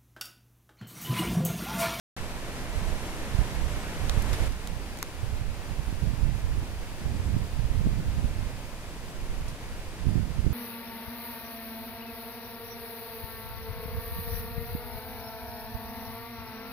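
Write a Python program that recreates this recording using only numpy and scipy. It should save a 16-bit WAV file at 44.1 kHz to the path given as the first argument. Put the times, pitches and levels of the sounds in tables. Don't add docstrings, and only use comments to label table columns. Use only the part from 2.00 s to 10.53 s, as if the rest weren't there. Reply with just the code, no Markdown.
import sys
import numpy as np
from scipy import signal
from scipy.fft import rfft, irfft
from scipy.io import wavfile
from scipy.ndimage import uniform_filter1d

SR = 44100
rng = np.random.default_rng(int(sys.argv[2]) if len(sys.argv) > 2 else 0)


def generate_wav(signal):
    frames = np.transpose(np.atleast_2d(signal))
    scaled = np.clip(frames, -1, 1) * 32767
    pcm = np.round(scaled).astype(np.int16)
    wavfile.write(sys.argv[1], SR, pcm)


N = 376173
TIME = np.arange(N) / SR
HZ = np.fft.rfftfreq(N, 1 / SR)
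START_S, DROP_S = 0.165, 2.48


def gain_of(db):
    return 10 ** (np.asarray(db) / 20)


def unit_rms(x):
    return x / np.sqrt(np.mean(x ** 2) + 1e-20)


def over_hz(table):
    hz, *columns = np.transpose(table)
    return [np.interp(np.log(HZ + 1), np.log(hz + 1), column) for column in columns]


def white():
    return rfft(rng.standard_normal(N))


def noise_band(hz, width_hz):
    return unit_rms(irfft(white() * np.exp(-((HZ - hz) / width_hz) ** 2), N))


def add(mix, start_s, sound):
    part = mix[..., round(start_s * SR):][..., :sound.shape[-1]]
    part += sound[..., :part.shape[-1]]


def wash(flutter_db=0.38, flutter_hz=9):
    # frequency in Hz, left and right level in dB per Hz.
    spectrum = [(20, -65, -59), (110, -69.5, -71), (240, -73, -73.5), (390, -77, -77), (507, -75.5, -78),
                (667, -77, -82), (1030, -78.5, -83.5), (1150, -81, -86.5), (1860, -83.5, -82),
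                (3290, -88, -87), (5430, -90.5, -91.5), (11300, -95, -96), (13800, -101.5, -101.5),
                (15800, -104, -106)]
    # frequency in Hz, coherence, left's lead in radians.
    likeness = [(60, 0.89, 1), (340, 1, -0.3), (540, 0.98, -0.4), (835, 0.96, 0.88), (1200, 0.66, -0.5),
                (2010, 0.76, -1.5), (2960, 0.17, -0.8), (4160, 0.13, -2.5), (6000, 0.095, -2.5),
                (15000, .05, -2.5)]
    # frequency in Hz, boost in dB.
    early_boost = [(100, 5.5), (600, 6), (2000, 6), (5000, 5), (9000, 5.5), (12500, 5.5), (14200, 5),
                   (15500, 1)]
    # time in seconds, gain in dB.
    swell = [(.17, -0.85), (1.2, 0.5), (1.9, 0.5), (2.4, 2.4), (2.8, 1.2), (4.4, 1), (6.3, 0.94),
             (8.5, -0.2)]
    coherence, lead = over_hz(likeness)
    left = white()
    right = (coherence * left + np.sqrt(1 - coherence ** 2) * white()) * np.exp(-1j * lead)
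    ports = np.array([left, right]) * gain_of(over_hz(spectrum)) * np.sqrt(SR / 2)
    louder = irfft(ports * gain_of(over_hz(early_boost)[0]), N)
    air = np.where(TIME < DROP_S, louder, irfft(ports, N))
    swell_db = np.interp(TIME, *np.transpose(swell))
    return air * gain_of(swell_db + flutter_db * noise_band(0, flutter_hz))


def camera_whines(waver_db=2, waver_hz=2, right_db=-15):
    # centre in Hz, width in Hz, level at the left port in dB.
    bands = [(2530, 400, -60), (4790, 420, -64), (10250, 550, -68.5), (14950, 520, -69)]
    out = sum(gain_of(db + waver_db * noise_band(0, waver_hz)) * noise_band(hz, width_hz)
              for hz, width_hz, db in bands)
    return out * (TIME > DROP_S) * gain_of([[0], [right_db]])


def far_bird(chip_hz=7760, blur_hz=270, half_width_s=0.033, gap_s=0.105, jitter_s=0.012, right_db=-3):
    # first chip in seconds, number of chips, level in dB.
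    phrases = [(.78, 2, -56), (1.61, 3, -56), (5.17, 2, -61), (6.91, 3, -62)]
    out = np.zeros(N)
    for start, count, db in phrases:
        for chip_s in start + gap_s * np.arange(count) + jitter_s * rng.standard_normal(count):
            near = abs(TIME - chip_s) < 0.1
            envelope = np.exp(-((TIME[near] - chip_s) / half_width_s) ** 2)
            for pitch_ratio, voice_db in [(1, 0), (0.79, -4)]:
                blur = unit_rms(uniform_filter1d(rng.standard_normal(len(envelope)), size=50))
                phase = 2 * np.pi * np.cumsum(chip_hz * pitch_ratio + blur_hz * blur) / SR
                out[near] += gain_of(db + voice_db) * envelope * np.sin(phase)
    return out * gain_of([[0], [right_db]])


def finger_clicks(breadth_octaves=0.96, body_db=6, body_width_hz=450):
    # start in seconds, scrape level in dB, scrape decay in ms,
    # scrape centre in Hz, knock level in dB.
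    contacts = [(2.096, -18.5, 1.24, 2050, -30), (2.222, -34, 3.7, 12500, -54), (2.33, -35, 22, 2300, -50),
                (2.5217, -38, 1.5, 6000, -56), (2.6735, -25, 0.73, 5200, -34.5),
                (2.9727, -36, 1.5, 6300, -59), (2.988, -35, 1.6, 6000, -45),
                (3.028, -18.5, 0.78, 10500, -22.5), (7.481, -44.5, 20, 6500, -68)]
    # frequency in Hz, level in dB, time to fall 60 dB in ms.
    modes = [(1100, -2.5, 14), (1400, -3, 8.7), (2020, -3.5, 7.5), (3780, -9, 6), (5100, -8, 8),
             (6370, -8, 6), (8800, -5, 3.9), (12400, -17, 2.8)]
    out = np.zeros((2, N))
    ms = np.arange(4096) * 1000 / SR
    bins = np.fft.rfftfreq(len(ms), 1 / SR)
    peaks = [np.exp(-((bins - hz) / body_width_hz) ** 2) for hz, _, _ in modes]
    body = gain_of(body_db * np.max(peaks, axis=0))
    ring = sum(gain_of(db - 60 * ms / t60) * np.sin(2 * np.pi * hz * ms / 1000) for hz, db, t60 in modes)
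    for start, scrape_db, decay_ms, centre_hz, knock_db in contacts:
        colour = body / np.hypot(1, np.log2((bins + 1) / centre_hz) / breadth_octaves)
        noise = rfft(rng.standard_normal((2, len(ms))))
        scrape = unit_rms(irfft(noise * colour)) * np.exp(-ms / decay_ms)
        add(out, start, gain_of(scrape_db) * scrape + gain_of(knock_db) * ring)
    passband = signal.butter(2, [750, 13200], "band", fs=SR, output="sos")
    return signal.sosfilt(passband, out) * gain_of([[-0.25], [0.25]])


def airflow(port, rise_db_per_s=182, fall_db_per_s=96):
    # level in dB, eddy corner in Hz.
    breeze = [(-46, 110), (-41, 91)]
    # start and hold in seconds, right and left level in dB, eddy corner in Hz.
    gusts = [(.21, 0.15, -37.5, -51, 90), (0.754, 0.17, -26, -48, 86), (1.353, 0.047, -23, -44, 116),
             (1.6, .11, -24, -47, 93), (2.038, 0.44, -24, -37, 104), (2.73, 0.017, -29, -50, 108),
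             (3.228, 0.27, -28, -40, 104), (3.716, 0.22, -28.5, -43, 104), (4.03, 0.042, -22, -41, 138),
             (4.233, 0.037, -19.5, -41, 137), (4.442, 0.15, -25, -34, 124), (4.75, 0.089, -33.5, -38, 89),
             (5.05, 0.23, -27, -35.5, 170), (5.3, 0.1, -26, -34, 169), (5.579, .17, -23.5, -38, 122),
             (5.806, 0.07, -21, -34, 158), (5.992, 0.27, -25.5, -32.5, 150), (6.375, 0.083, -28, -40, 145),
             (7.22, 0.24, -31, -35.5, 80.6), (7.716, 0.033, -35.5, -36, 85), (8.067, 0.14, -23, -42, 166),
             (8.397, 0.13, -23, -42, 161)]
    breeze_db, breeze_hz = breeze[port]
    power = np.full(N, gain_of(breeze_db) ** 2)
    weighted_hz = power * breeze_hz
    for start, hold, right_db, left_db, corner_hz in gusts:
        ramps_db = np.minimum(rise_db_per_s * (TIME - start), fall_db_per_s * (start + hold - TIME))
        gust_power = gain_of((left_db, right_db)[port] + np.minimum(ramps_db, 0)) ** 2
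        power += gust_power
        weighted_hz += gust_power * corner_hz
    return 10 * np.log10(power), weighted_hz / power


def wind(port, trim_db, lumpy_db, lump_hz=35, low_cut_hz=22, rolloff_order=3.97):
    level_db, corner_hz = airflow(port)
    lumps = noise_band(0, lump_hz)
    turbulence = white() * HZ / np.hypot(HZ, low_cut_hz)
    bank_hz = np.geomspace(50, 400, 7)
    place = np.interp(np.log(corner_hz) + 0.081 * lumps, np.log(bank_hz), np.arange(len(bank_hz)))
    rumble = np.zeros(N)
    for k, hz in enumerate(bank_hz):
        eddies = irfft(turbulence / (1 + (HZ / hz) ** 2) ** (rolloff_order / 2), N)
        rumble += np.maximum(1 - abs(place - k), 0) * unit_rms(eddies)
    rumble *= gain_of(lumpy_db * lumps)
    local_power = uniform_filter1d(uniform_filter1d(rumble ** 2, size=4000), size=3000)
    return gain_of(level_db + trim_db) * rumble / np.sqrt(local_power + 1e-9)


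def buffets(lean=0.41):
    # time in seconds, peak in dB, half width in ms, port (0 left, 1 right).
    thumps = [(1.393, -6.5, 3.4, 1), (2.177, -13, 2.5, 1), (3.928, -19.5, 1.5, 1), (5.367, -11, 1.84, 1),
              (5.873, -12.5, 1.22, 0), (6.247, -14, 2.3, 1), (8.071, -11.5, 2, 1), (8.158, -10, 1.7, 1),
              (8.467, -11, 1.5, 1)]
    out = np.zeros((2, N))
    t = np.arange(-SR // 40, SR // 40) / SR
    for centre_s, db, half_width_ms, port in thumps:
        passage = t * 1000 / half_width_ms
        skewed = passage * (1 - lean * np.tanh(passage))
        pressure = (skewed ** 2 - 1) * np.exp(-skewed ** 2 / 2)
        add(out[port], centre_s + t[0], gain_of(db) * pressure)
    return out


def scene():
    rumble = np.array([wind(0, trim_db=-1.5, lumpy_db=0), wind(1, trim_db=1.16, lumpy_db=3)])
    return wash() + rumble + buffets() + finger_clicks() + camera_whines() + far_bird()


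def record(dry):
    lowpass = signal.firwin(511, 15750, window=("kaiser", 9), fs=SR)
    return signal.oaconvolve(dry * (TIME >= START_S), lowpass[None], "same")


dry = scene()
out = record(dry)
generate_wav(out)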